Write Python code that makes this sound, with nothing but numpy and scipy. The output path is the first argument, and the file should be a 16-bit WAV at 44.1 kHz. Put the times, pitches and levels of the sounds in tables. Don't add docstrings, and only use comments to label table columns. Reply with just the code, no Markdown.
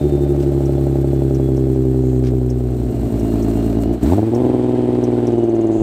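import sys
import numpy as np
from scipy import signal
from scipy.fft import rfft, irfft
from scipy.io import wavfile
from scipy.ndimage import uniform_filter1d

SR = 44100
rng = np.random.default_rng(int(sys.argv[2]) if len(sys.argv) > 2 else 0)


def to_wav(sig):
    pcm = np.clip(np.atleast_2d(sig), -1, 1) * 32767
    pcm = np.round(pcm).astype(np.int16)
    wavfile.write(sys.argv[1], SR, pcm.T)


N = 256662
T = np.arange(N) / SR
CYLINDERS = 6
# start_s, end_s
SETTLE_S, DISSOLVE_S, CLIMB_S, SAG_S = (0.73, 2.15), (2.25, 3.35), (3.98, 4.51), (5.26, 5.48)
# start_s, attack_s, hold_s, release_s
THROTTLE_S, BLIP_S, RAGGED_S = (3.95, .08, .22, .25), (4.01, .02, .098, .09), (4.32, .049, .11, .13)


def undb(db):
    return 10 ** (np.asarray(db) / 20)


def curve(points, at=T):
    return np.interp(at, *np.transpose(points))


def ramp(start_s, end_s):
    return np.clip((T - start_s) / max(end_s - start_s, 1 / SR), 0, 1)


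def episode(start_s, attack_s, hold_s, release_s):
    end_s = start_s + attack_s + hold_s
    return ramp(start_s, start_s + attack_s) - ramp(end_s, end_s + release_s)


def burst(start_s, rise_s, decay_s):
    age_s = np.maximum(T - start_s, 0)
    return np.minimum(age_s / rise_s, 1) * np.exp(-np.maximum(age_s - rise_s, 0) / decay_s)


def blend(a, b, start_s, end_s):
    turn = ramp(start_s, end_s) * np.pi / 2
    return a * np.cos(turn) + b * np.sin(turn)


def colour(x, response, size=16384):
    hz, db = np.transpose(response)
    grid_hz = np.maximum(np.arange(size // 2 + 1) * SR / size, 1)
    gain = undb(np.interp(np.log(grid_hz), np.log(hz), db))
    cepstrum = irfft(np.log(gain))
    cepstrum[1:size // 2] *= 2
    cepstrum[size // 2 + 1:] = 0
    return signal.fftconvolve(x, irfft(np.exp(rfft(cepstrum))))[:N]


def band(x, lo_hz, hi_hz):
    return signal.sosfiltfilt(signal.butter(4, [lo_hz, hi_hz], "band", fs=SR, output="sos"), x)


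def steady(x, size=4400):
    power = uniform_filter1d(uniform_filter1d(x * x, size), size)
    return x / np.sqrt(np.abs(power) + 1e-14)


def noise(response):
    x = colour(rng.standard_normal(N), response)
    return x / x.std()


def walk(rate_hz):
    knots = rng.standard_normal(1024)
    return np.interp(T * rate_hz, np.arange(len(knots)), knots)


def warm_state(idle, held, sagged):
    return idle + (held - idle) * ramp(*CLIMB_S) + (sagged - held) * ramp(*SAG_S)


def layer_db(levels, stumble_s=4.005, catch_s=0.034):
    cold_db, settled_db, idle_db, held_db, sag_db, blip_db, ragged_db, stumble_db, fade_s = levels
    stall = ramp(stumble_s - fade_s, stumble_s) - ramp(stumble_s, stumble_s + catch_s)
    cold_db = cold_db + (settled_db - cold_db) * ramp(*SETTLE_S)
    warm_db = warm_state(idle_db, held_db, sag_db)
    warm_db += blip_db * episode(*BLIP_S) + ragged_db * episode(*RAGGED_S) + stumble_db * stall
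    warmth = ramp(*DISSOLVE_S)
    return 20 * np.log10(np.hypot((1 - warmth) * undb(cold_db), warmth * undb(warm_db)))


def firing_phase(rate):
    return np.cumsum(curve(rate) * (T >= rate[0][0])) / SR


# strength_db, late_ms, half_width_ms
COLD_PUFFS = [(-2.8, -.33, .31), (2, -.74, .17), (-2.5, -.99, .19), (2.5, -.51, .28), (-1.1, -.5, .29),
              (1.8, -.4, .27)]
IDLE_PUFFS = [(.4, -.56, .36), (1.5, .24, .32), (.9, 0, .26), (-.7, .21, .31), (-.5, -.47, .33),
              (-1.6, .2, .33)]
HELD_PUFFS = [(4.5, -.33, .25), (-2.5, .4, .24), (3, .12, .22), (-7, .27, .28), (.5, .07, .3), (2, .1, .24)]
SAG_PUFFS = [(2.5, -.37, .21), (-.5, .5, .29), (.8, .3, .27), (-4.5, .43, .28), (-.2, .21, .25),
             (2, .15, .2)]
# time_s, share
COLD_IMBALANCE = [(.45, .55), (.62, 1), (1.3, 1), (1.75, .7), (2, .3)]


def cylinder_balance():
    def uneven(puffs, share):
        return puffs.mean(0) + (puffs - puffs.mean(0)) * share

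    cold = np.array(COLD_PUFFS)[..., None]
    warm = warm_state(*np.array([IDLE_PUFFS, HELD_PUFFS, SAG_PUFFS])[..., None])
    return uneven(cold, curve(COLD_IMBALANCE)), uneven(warm, 1 - episode(*THROTTLE_S))


# time_s, change_db
ODD_FIRINGS = [(2.337, 2), (4.123, 3), (4.134, 2.5), (4.164, -2), (4.183, 3), (4.193, 2.5), (4.212, -6),
               (4.23, 2), (4.257, -4), (4.302, -5), (4.311, -4), (4.336, 1.5)]


def firings(rate, cylinders, rough_db, steepen, jitter_ms_per_db, ripple_db, size=900):
    phase = firing_phase(rate)
    count = np.arange(1, int(phase[-1]) + 1)
    fire_s = np.interp(count, phase, T)
    chance = rng.standard_normal((len(count), 2))
    now = (fire_s * SR).astype(int)
    usual_db, late_ms, width_ms = cylinders[count % CYLINDERS, :, now].T
    change_db = rough_db[now] * chance[:, 0]
    for time_s, odd_db in ODD_FIRINGS:
        nearest = np.argmin(abs(fire_s - time_s))
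        fire_s[nearest], change_db[nearest] = time_s, odd_db
    strength = undb(usual_db + change_db)
    fire_s += (late_ms + jitter_ms_per_db * rough_db[now] * chance[:, 1]) / 1000
    width_s = width_ms / 1000 / undb(change_db) ** steepen
    at = (fire_s * SR).astype(int)[:, None] + np.arange(-size, size)
    age_s = at / SR - fire_s[:, None]
    puffs = (strength * width_s)[:, None] / (width_s[:, None] ** 2 + age_s ** 2) * np.hanning(2 * size)
    inside = (at >= 0) & (at < N)
    train = np.bincount(at[inside], puffs[inside], N) * np.mean(width_s)
    cycle = signal.resample(np.diff(rng.standard_normal(160)), 4096)
    ripple = np.interp(phase / CYLINDERS, np.arange(len(cycle)) / len(cycle), cycle, period=1)
    return train + undb(ripple_db) * ripple


# time_s, firing_hz
COLD_SPEED = [(0, 74.07), (.15, 71.19), (.4, 70.31), (.65, 68.75), (1.15, 68.05), (1.5, 66.59),
              (2.3, 63.37), (2.85, 61.43)]
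WARM_SPEED = [(2.458, 55.64), (3.2, 55.66), (3.55, 55.32), (3.85, 56.43), (3.93, 59.01), (4.03, 59.08),
              (4.1, 83.62), (4.18, 106.66), (4.3, 113.89), (4.42, 124.7), (4.65, 123), (4.95, 122.3),
              (5.25, 118.85), (5.5, 113.98), (5.82, 108.55)]


def combustion():
    cold, warm = cylinder_balance()
    cold_rough_db = np.full(N, .45)
    warm_rough_db = warm_state(idle=1.1, held=.4, sagged=.4) + 1.8 * episode(*RAGGED_S)
    return (firings(COLD_SPEED, cold, cold_rough_db, steepen=.93, jitter_ms_per_db=.25, ripple_db=-25),
            firings(WARM_SPEED, warm, warm_rough_db, steepen=.66, jitter_ms_per_db=.14, ripple_db=-24))


# freq_hz, gain_db
PIPE_COLD = [(30, -49), (68, -6.5), (95, -15), (136, -1), (180, -21.5), (240, -9), (275, -7.5), (310, -8.5),
             (350, 0.5), (410, -10.5), (450, -16), (520, -28), (590, -20), (680, -33.5), (780, -27.5),
             (1000, -50), (1400, -45), (3000, -68)]
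PIPE_SETTLED = [(30, -66.5), (62, -18), (90, -33.5), (128, -13.5), (185, -39.5), (258, -16.5), (295, -30.5),
                (328, -14.5), (358, -22.5), (392, -13.5), (440, -31), (540, -38), (790, -45), (1000, -53.5),
                (3000, -76.5)]
PIPE_IDLE = [(30, -57), (55, -4.5), (85, -2.5), (110, -3.5), (145, -11), (170, -10.5), (220, -2.5),
             (280, -0.5), (345, -2.5), (400, -8.5), (520, -23), (600, -18.5), (700, -20.5), (860, -23.5),
             (1020, -33.5), (1400, -46), (3000, -45)]
PIPE_HELD = [(30, -60), (60, -16.5), (90, -9), (122, -15.5), (165, -25.5), (245, -9.5), (280, -8),
             (310, -4.5), (370, -8), (430, -15), (500, -18.5), (580, -23), (640, -22), (760, -23.5),
             (880, -27.5), (940, -41), (1010, -28.5), (1200, -52), (3000, -69.5)]
PIPE_SAG = [(30, -64), (56, -12), (85, -21), (112, -16.5), (160, -22.5), (228, -12.5), (260, -14),
            (340, -0.5), (400, -11.5), (470, -16), (520, -22), (580, -15), (700, -15.5), (800, -26),
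            (1000, -30), (1300, -46), (3000, -60)]


def exhaust(cold_puffs, warm_puffs):
    def ring(puffs, response, turbulence_db):
        eddies = noise([(60, -8), (250, -5), (600, -2), (1000, 0), (2500, -12)])
        turbulence = eddies * undb(turbulence_db) * (puffs + .2)
        return steady(colour(turbulence - puffs, response))

    cold = ring(cold_puffs, PIPE_COLD, turbulence_db=-18)
    settled = ring(cold_puffs, PIPE_SETTLED, turbulence_db=-22)
    idle = ring(warm_puffs, PIPE_IDLE, turbulence_db=-14)
    held = ring(warm_puffs, PIPE_HELD, turbulence_db=-24)
    sagged = ring(warm_puffs, PIPE_SAG, turbulence_db=-24)
    cold_note = blend(cold, settled, 1.05, 1.75)
    warm_note = blend(idle, blend(held, sagged, *SAG_S), 4.14, 4.29)
    return blend(cold_note, warm_note, 2.585, 3.34)


# cold_db, settled_db, idle_db, held_db, sag_db,
# blip_change_db, ragged_change_db, stumble_change_db, stumble_fade_s
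BOOM_LEVELS = (-15, -14, -15.5, -15.5, -14.5, 3.5, 1.5, -11, 0.09)
BARK_LEVELS = (-32, -36.5, -32.5, -29.5, -30, 0.5, 3.5, -14, 0.04)


def boom_and_bark(note, kick_db_per_db=2.34, kick_s=0.013):
    boom = band(note, 32, 500)
    bark = band(note - boom, 200, 2500)
    kicks_db = sum(db * np.exp(-((T - time_s) / kick_s) ** 2) for time_s, db in ODD_FIRINGS)
    bark_db = layer_db(BARK_LEVELS) + kick_db_per_db * kicks_db
    bark_db += putts_db(COLD_SPEED, cylinder=1, start_s=.5, end_s=1.35, release_s=1, decay_s=.012)
    bark_db += putts_db(WARM_SPEED, cylinder=2, start_s=2.85, end_s=3.8, release_s=.15, decay_s=.028)
    return steady(boom) * undb(layer_db(BOOM_LEVELS)) + steady(bark) * undb(bark_db)


def throb(note, rate, peak_firing, depth):
    swing = np.cos(2 * np.pi * (firing_phase(rate) - peak_firing) / CYLINDERS)
    return band(note, 310, 430) * depth * swing


# freq_hz, gain_db
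RUSH_IDLE = [(700, 5), (1100, 2.5), (1400, 0.5), (2000, -4), (2900, -7), (3600, -8.5), (4200, -7),
             (5000, -14), (5700, -13.5), (7000, -20.5), (10000, -26.5)]
RUSH_REVVED = [(700, 10.5), (1200, 3), (1700, 0), (2300, -3), (3200, -5), (4300, -9.5), (5300, -15.5),
               (7000, -17.5), (8400, -12), (10500, -28), (15000, -30.5)]
HISS_SPECTRUM = [(3000, -23.5), (5200, -3), (6500, 2.5), (7400, 7.5), (8300, 9), (9300, 2.5), (10600, -8.5),
                 (11500, -2), (12400, 5), (14000, 3), (15500, -3.5)]
RUSH_LEVELS = (-48, -51, -45, -41.5, -44.5, 6, 0.5, -3, 0.3)
HISS_LEVELS = (-57.5, -60, -54, -66.5, -69.5, 7, 3, -13, 0.34)
# start_s, peak_db
HISS_SPITS = [(3.81, -48), (3.924, -49.5), (4.025, -49)]


def gas(puffs, spurt_s=0.0018, ceiling=2.2, rush_trim_db=4.0, hiss_trim_db=5.5):
    spurts = steady(signal.lfilter([1], [1, -np.exp(-1 / (spurt_s * SR))], puffs))
    spurts = ceiling * np.tanh(spurts / ceiling)
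    rush = blend(noise(RUSH_IDLE), noise(RUSH_REVVED), 3.9, 4.44)
    rush *= (1 + .17 * spurts) * undb(1.4 * walk(140))
    hiss = noise(HISS_SPECTRUM) * (1 + .19 * spurts) * undb(2.15 * walk(83))
    spits = sum(undb(db) * burst(start_s, rise_s=.013, decay_s=.014) for start_s, db in HISS_SPITS)
    rush_gain = undb(layer_db(RUSH_LEVELS) + rush_trim_db)
    hiss_gain = np.hypot(undb(layer_db(HISS_LEVELS)), spits) * undb(hiss_trim_db)
    return steady(rush) * rush_gain + steady(hiss) * hiss_gain


def unsteady_tone(pitch_hz, waver=0.003, flicker_db=3):
    cycles = np.cumsum(pitch_hz * (1 + waver * walk(150))) / SR
    return np.sin(2 * np.pi * cycles) * undb(flicker_db * walk(30))


def warm_up(cold, warm):
    warmth = ramp(*DISSOLVE_S)
    return (1 - warmth) * cold + warmth ** 2 * warm


def high_whistles(whistle_hz=3625, mode_hz=4100):
    breath = steady(band(rng.standard_normal(N), mode_hz - 150, mode_hz + 150))
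    whistle = unsteady_tone(whistle_hz) * undb(-52) * (1 - ramp(.29, .34))
    return whistle + breath * warm_up(undb(-69.5), undb(-68) * (1 - ramp(*CLIMB_S)))


# freq_hz, gain_db
WHINE_RESONANCE = [(2200, -25), (2780, 0), (3100, -2), (3250, -5), (3380, 2), (3480, -5), (3800, -20),
                   (4220, -4), (4700, -25)]


def belt_whine(order=25.3, swell_db=2):
    def harmonics(rate):
        pitch_hz = order * curve(rate)
        tones = sum(unsteady_tone(k * pitch_hz) * undb(curve(WHINE_RESONANCE, k * pitch_hz))
                    for k in (1, 2, 3))
        return tones * undb(swell_db * walk(7))

    cold = harmonics(COLD_SPEED) * undb(np.interp(T, SETTLE_S, (-59, -65)))
    warm = harmonics(WARM_SPEED) * undb(warm_state(idle=-55.5, held=-57, sagged=-58))
    return warm_up(cold, warm * (1 - episode(*THROTTLE_S)))


# start_s, peak_db, decay_s
SCUFF_EVENTS = [(.399, -43, 0.016), (0.424, -42.5, 0.018), (2.237, -40.5, 0.0038), (2.247, -44, 0.0071),
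                (2.258, -45.5, 0.015), (2.267, -43, 0.022)]
# freq_hz, gain_db
SCUFF_SPECTRUM = [(600, -19), (1200, 10.5), (3000, 5.5), (6000, 3), (9000, -5), (15000, -25)]


def scuffs(rise_s=0.0022):
    envelope = sum(undb(db) * burst(start_s, rise_s, decay_s) for start_s, db, decay_s in SCUFF_EVENTS)
    return noise(SCUFF_SPECTRUM) * envelope


def putts_db(rate, cylinder, start_s, end_s, release_s, decay_s, depth_db=4, lead_s=.001, attack_s=.15):
    firing_hz = curve(rate)
    phase = firing_phase(rate) + lead_s * firing_hz
    age_s = (phase - cylinder) % CYLINDERS / firing_hz
    swing = uniform_filter1d(np.exp(-age_s / decay_s), 64)
    gate = ramp(start_s, start_s + attack_s) - ramp(end_s, end_s + release_s)
    return depth_db * (swing - swing.mean()) * gate


# start_s, peak_db
BIRD_CHIPS = [(.653, -43.5), (1.345, -41), (1.567, -44.5), (1.74, -54), (2.498, -41), (3.192, -43.5),
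              (3.421, -41.5), (4.345, -39.5), (5.036, -38), (5.267, -40.5)]


def bird_chips(chip_hz=5900, trill_hz=6650, trill_s=5.319, gap_s=.0578, size=4096):
    out = np.zeros(N + size)
    freq_hz = np.arange(size // 2 + 1) * SR / size
    envelope = burst(0, rise_s=.0044, decay_s=.008)[:size]
    # offset_hz, gain_db
    spectrum = [(-2000, -38), (-900, -9), (-500, -.5), (399, -2.5), (1299, -12), (3197, -16.5),
                (5802, -22), (8009.5, -31)]
    chips = [(start_s, peak_db, chip_hz) for start_s, peak_db in BIRD_CHIPS]
    trill = [(trill_s + k * gap_s, -50.5 + .5 * k, trill_hz) for k in range(7)]
    for start_s, peak_db, pitch_hz in chips + trill:
        gain = undb(curve(spectrum, freq_hz - pitch_hz))
        chip = irfft(rfft(rng.standard_normal(size)) * gain)
        at = int(start_s * SR)
        out[at:at + size] += chip / chip.std() * envelope * undb(peak_db)
    return out[:N]


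# start_s, length_s, level_db
BIRD_BUZZES = [(2.01, 0.179, -57), (5.71, .14, -52)]
# freq_hz, gain_db
BUZZ_SPECTRUM = [(5500, -19), (6400, -4), (6750, -3.5), (7100, -1), (7600, -12), (8200, -6), (9500, -27)]


def bird_buzzes(edge_s=.008):
    gate = sum(undb(level_db) * episode(start_s, edge_s, length_s - 2 * edge_s, edge_s)
               for start_s, length_s, level_db in BIRD_BUZZES)
    return gate * noise(BUZZ_SPECTRUM)


def burble(peak_firing=1.7, mode_hz=343, width_s=0.2, peak_db=-23):
    half = CYLINDERS / 2
    from_peak = (firing_phase(WARM_SPEED) - peak_firing + half) % CYLINDERS - half
    age_s = from_peak / curve(WARM_SPEED)
    mode = np.sin(2 * np.pi * mode_hz * age_s) * np.exp(-(age_s / width_s) ** 2)
    return mode * undb(peak_db) * episode(2.9, .34, .71, .06)


# freq_hz, gain_db
STREET_RETURN = [(100, -56.5), (330, -67), (480, -27), (1000, -16), (2000, -26.5), (5000, -30.5),
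                 (9000, -28.5), (15000, -29)]


def street(x, t60_s=0.28, size=12000):
    echoes = rng.standard_normal(size) * np.exp(-np.log(1000) * T[:size] / t60_s)
    side = colour(signal.fftconvolve(x, echoes / np.linalg.norm(echoes))[:N], STREET_RETURN)
    return np.array([x + side, x - side])


def scene():
    cold_puffs, warm_puffs = combustion()
    note = boom_and_bark(exhaust(cold_puffs, warm_puffs))
    cold_throb = throb(note, COLD_SPEED, peak_firing=4.5, depth=.55) * episode(-.1, .1, .45, .25)
    rev_throb = throb(note, WARM_SPEED, peak_firing=5.9, depth=.4) * episode(4.55, .3, .5, .35)
    puffs = blend(cold_puffs, warm_puffs, *DISSOLVE_S)
    car = note + cold_throb + rev_throb + gas(puffs) + high_whistles() + belt_whine() + burble()
    return street(car + bird_chips() + bird_buzzes() + scuffs())


def record(dry):
    top_hz = 15650
    return signal.sosfilt(signal.ellip(10, .2, 80, top_hz, fs=SR, output="sos"), dry)


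dry = scene()
out = record(dry)
to_wav(out)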